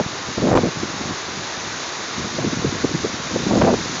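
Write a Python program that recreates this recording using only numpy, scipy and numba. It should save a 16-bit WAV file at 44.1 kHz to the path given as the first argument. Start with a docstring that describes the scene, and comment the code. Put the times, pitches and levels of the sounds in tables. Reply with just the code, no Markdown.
"""Storm wind buffets a microphone: two strong gusts and a string of short eddies.
The harder the air hits, the brighter its turbulence rumbles. Behind it, palms and garden trees
beside a pool give a steady wash of leaves over a far roar. The strongest blasts overload
the microphone, which rasps and briefly chokes the hiss."""
import sys
import numpy as np
from scipy import signal
from scipy.fft import rfft, irfft
from scipy.io import wavfile
from scipy.ndimage import uniform_filter1d
from numba import njit

SR = 44100
rng = np.random.default_rng(int(sys.argv[2]) if len(sys.argv) > 2 else 0)


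def dump(signal):
    """Clip the signal to [-1, 1] and save it as 16-bit WAV at the path in sys.argv[1]."""
    limited = np.clip(np.atleast_2d(signal).T, -1, 1)
    pcm = np.round(limited * 32767).astype(np.int16)
    wavfile.write(sys.argv[1], SR, pcm)


N = 176400
TIME = np.arange(N) / SR
BIN_HZ = np.maximum(np.arange(N // 2 + 1) * SR / N, 1)  # floored at 1 Hz for logarithms

# wind pressure on the microphone (time [s], level [dB])
GUST_PRESSURE = [(0, -9.5), (.04, -38), (.09, -44), (.25, -42), (.29, -26), (.365, -52), (.382, -21),
                 (.44, -15), (.48, -20), (.51, -16), (.565, -4), (.60, -23.5), (.655, -17), (.69, -28),
                 (.73, -42), (.80, -33), (1.0, -31.5), (1.12, -27), (1.19, -48), (1.39, -30.5),
                 (1.52, -48.5), (1.67, -34.5), (1.85, -46), (2.14, -39), (2.185, -24), (2.24, -27.5),
                 (2.29, -37), (2.41, -29.5), (2.68, -32), (2.79, -30), (3.04, -28.5), (3.11, -32),
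                 (3.29, -38), (3.355, -20), (3.40, -29), (3.47, -20), (3.62, -13), (3.70, -20),
                 (3.745, -20.5), (3.775, -26), (3.87, -34.5), (4.0, -32)]
# turbulence before its treble rolls off (frequency [Hz], spectral level [dB])
TURBULENCE_SPECTRUM = [(20, -6.5), (45, -3.5), (80, 3.5), (140, 0.5), (240, 4), (350, 1), (600, -0.5),
                       (1200, -6.5), (2500, -10), (7000, -22.5)]
# slow push on the diaphragm (frequency [Hz], spectral level [dB])
HEAVE_SPECTRUM = [(12, -6.5), (30, 2), (60, -2), (100, -6), (180, -17.5), (400, -48)]
def buffeting():
    """Turbulent pressure on a diaphragm makes a rumble whose bandwidth rises with the pressure."""
    flutter_db, heave_db = 3.4, 5.5
    gust_db = curve(GUST_PRESSURE)
    pressure_db = gust_db + flutter_db * fluctuation(rate_hz=70)
    cutoff_hz = np.minimum(432 * 2 ** ((pressure_db + 18) / 10.5), 674)  # an octave per 10.5 dB
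    rumble = lowpass(colour(rng.standard_normal(N), TURBULENCE_SPECTRUM), cutoff_hz, damping=1.62)
    rumble /= np.sqrt(uniform_filter1d(rumble ** 2, size=900))  # pressure alone sets the level
    heave = colour(rng.standard_normal(N), HEAVE_SPECTRUM)
    heave_gain = undb(heave_db + 1.44 * gust_db)  # grows faster than the rumble
    return undb(pressure_db + 0.56) * rumble + heave_gain * heave


# eddies that strike the microphone (time [s], half-width [s], level [dB], centre frequency [Hz])
EDDY_STRIKES = [(0.063, 0.0033, -13, 141), (0.382, 0.0099, -18, 220), (.436, 0.017, -15, 400),
                (0.492, 0.0079, -15.5, 447), (0.544, 0.018, -9, 505), (0.556, 0.0045, -8.5, 650),
                (0.575, 0.0022, -0.5, 750), (0.641, 0.012, -14, 330), (0.772, 0.0045, -18.5, 131),
                (0.835, 0.0064, -15.5, 270), (0.901, .008, -24, 220), (0.941, 0.0078, -25, 220),
                (2.39, 0.0087, -18, 407), (2.411, .010, -18, 170), (2.449, 0.0057, -14.5, 347),
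                (2.471, 0.013, -15.5, 225), (2.53, .012, -17.5, 324), (2.572, 0.0042, -15, 170),
                (2.595, 0.0065, -15.5, 161), (2.654, 0.016, -14.5, 298), (2.668, 0.029, -15, 95),
                (2.727, 0.0081, -19, 253), (2.849, 0.0089, -8, 304), (2.949, 0.012, -14.5, 239),
                (3.056, .018, -17.5, 370), (3.369, .007, -19.5, 180), (3.525, 0.015, -14, 260),
                (3.557, 0.0084, -15, 460), (3.62, .007, -6, 664), (3.681, 0.021, -8.5, 550),
                (3.729, 0.024, -14, 384)]
def eddies():
    """A passing eddy is a pressure transient: a few swings under a Gaussian envelope, heard as a thump."""
    out = np.zeros(N)
    for at, half_width, db, centre_hz in EDDY_STRIKES:
        envelope = np.exp(-2 * ((TIME - at) / half_width) ** 2)
        band = np.exp(-.5 * np.log2(BIN_HZ / centre_hz) ** 2)  # spread of one octave
        top_hz = 1.62 * centre_hz
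        band /= np.sqrt(BIN_HZ * (1 + (BIN_HZ / top_hz) ** 10))  # pink tilt, steep fall above top_hz
        swings = envelope * irfft(rfft(rng.standard_normal(N)) * band, N)
        out += undb(db) * swings * np.sqrt(np.sum(envelope ** 2) / np.sum(swings ** 2))
    return out


# hiss of fronds and leaves (frequency [Hz], spectral level [dB])
LEAF_SPECTRUM = [(500, -18.5), (1500, 1.5), (2300, -3), (3050, -6), (3700, 2), (4300, -0.5), (5400, -1.5),
                 (6400, 1), (6850, -1.5), (7200, -8.5), (7600, -24)]
# swell of the leaves (time [s], level [dB])
LEAF_SWELL = [(0, -1), (.35, 0.2), (.65, -0.1), (1.2, 0), (2.2, 0.8), (3.2, 1), (4, 2.6)]
def leaves():
    """Airflow makes near fronds hiss, while leaf tips collide at random as a Poisson process."""
    hiss_db, ticks_db, ticks_per_s = -32.5, -38, 2500
    hiss = sway(colour(rng.standard_normal(N), LEAF_SPECTRUM), depth_db=0.05, rate_hz=11)
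    impacts = (rng.random(N) < ticks_per_s / SR) * rng.standard_normal(N)
    ticks = colour(impacts, LEAF_SPECTRUM)
    swell = undb(curve(LEAF_SWELL) + 0.4 * fluctuation(rate_hz=20))
    return (undb(hiss_db) * hiss + undb(ticks_db) * ticks) * swell


# far roar of the trees (frequency [Hz], spectral level [dB])
ROAR_SPECTRUM = [(25, -13), (60, -3.5), (130, -4), (230, -4), (320, 2), (500, -2), (750, -2), (1100, 0),
                 (1500, -4.5), (2000, -6), (3000, -11), (7000, -32.5)]
def far_trees():
    """Flow noise from far crowns sums incoherently to a broad roar whose colour shifts slightly."""
    roar = colour(rng.standard_normal(N), ROAR_SPECTRUM)
    return undb(-31) * sway(roar, depth_db=-0.37, rate_hz=10)


def undb(db):
    """Amplitude grows tenfold per 20 dB."""
    return 10 ** (np.asarray(db) / 20)


def unit(x):
    """Normalisation to rms 1."""
    return x / np.sqrt(np.mean(x ** 2))


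def curve(rows):
    """Linear interpolation between (time [s], value) points."""
    return np.interp(TIME, *np.array(rows).T)


def colour(x, points):
    """Spectral shaping by (frequency [Hz], level [dB]) points, at rms 1."""
    hz, db = np.array(points).T
    gain = undb(np.interp(np.log(BIN_HZ), np.log(hz), db))
    return unit(irfft(rfft(x) * gain, N))


def fluctuation(rate_hz):
    """Low-pass Gaussian noise: a smooth random drift at rms 1."""
    hz = np.arange(N // 2 + 1) * SR / N
    gain = (hz > 0) * np.exp(-(hz / rate_hz) ** 2)
    return unit(irfft(rfft(rng.standard_normal(N)) * gain, N))


def sway(x, depth_db, rate_hz, bands=12):
    """Random amplitude modulation of half-octave bands, each correlated with its neighbours."""
    position = np.clip(2 * np.log2(BIN_HZ / 160), 0, bands - 1)
    spectrum, out = rfft(x), 0
    drift_below = fluctuation(rate_hz)
    for k in range(bands):
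        drift = fluctuation(rate_hz)
        band = irfft(spectrum * np.maximum(1 - np.abs(position - k), 0), N)
        out += band * undb(depth_db * (drift + drift_below) / np.sqrt(2))
        drift_below = drift
    return unit(out)


@njit
def lowpass(x, cutoff_hz, damping):
    """State-variable filter: two integrators in a loop form a low-pass with a moving cutoff."""
    low, band_state, low_state = np.empty(len(x)), 0., 0.
    for i in range(len(x)):
        g = np.tan(np.pi * cutoff_hz[i] / SR)
        band = (band_state + g * (x[i] - low_state)) / (1 + g * (g + damping))
        low[i] = low_state + g * band
        band_state, low_state = 2 * band - band_state, 2 * low[i] - low_state
    return low


def scene():
    """Superposition: the foliage and the wind on the microphone add in one channel."""
    return (far_trees() + leaves() + buffeting() + eddies())[None]


def record(dry):
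    """Saturation flattens strong blasts and the hiss riding on them; filters then limit the bandwidth."""
    overload, ceiling, low_cut_hz, top_hz = 0.42, 0.7, 122.4, 7450
    x = dry / (1 + (dry / overload) ** 4) ** .25
    x = signal.sosfilt(signal.butter(2, low_cut_hz, "high", fs=SR, output="sos"), x)
    x = np.clip(x, -ceiling, ceiling)
    return signal.sosfilt(signal.ellip(10, .2, 62, top_hz, fs=SR, output="sos"), x)


dry = scene()
out = record(dry)
dump(out)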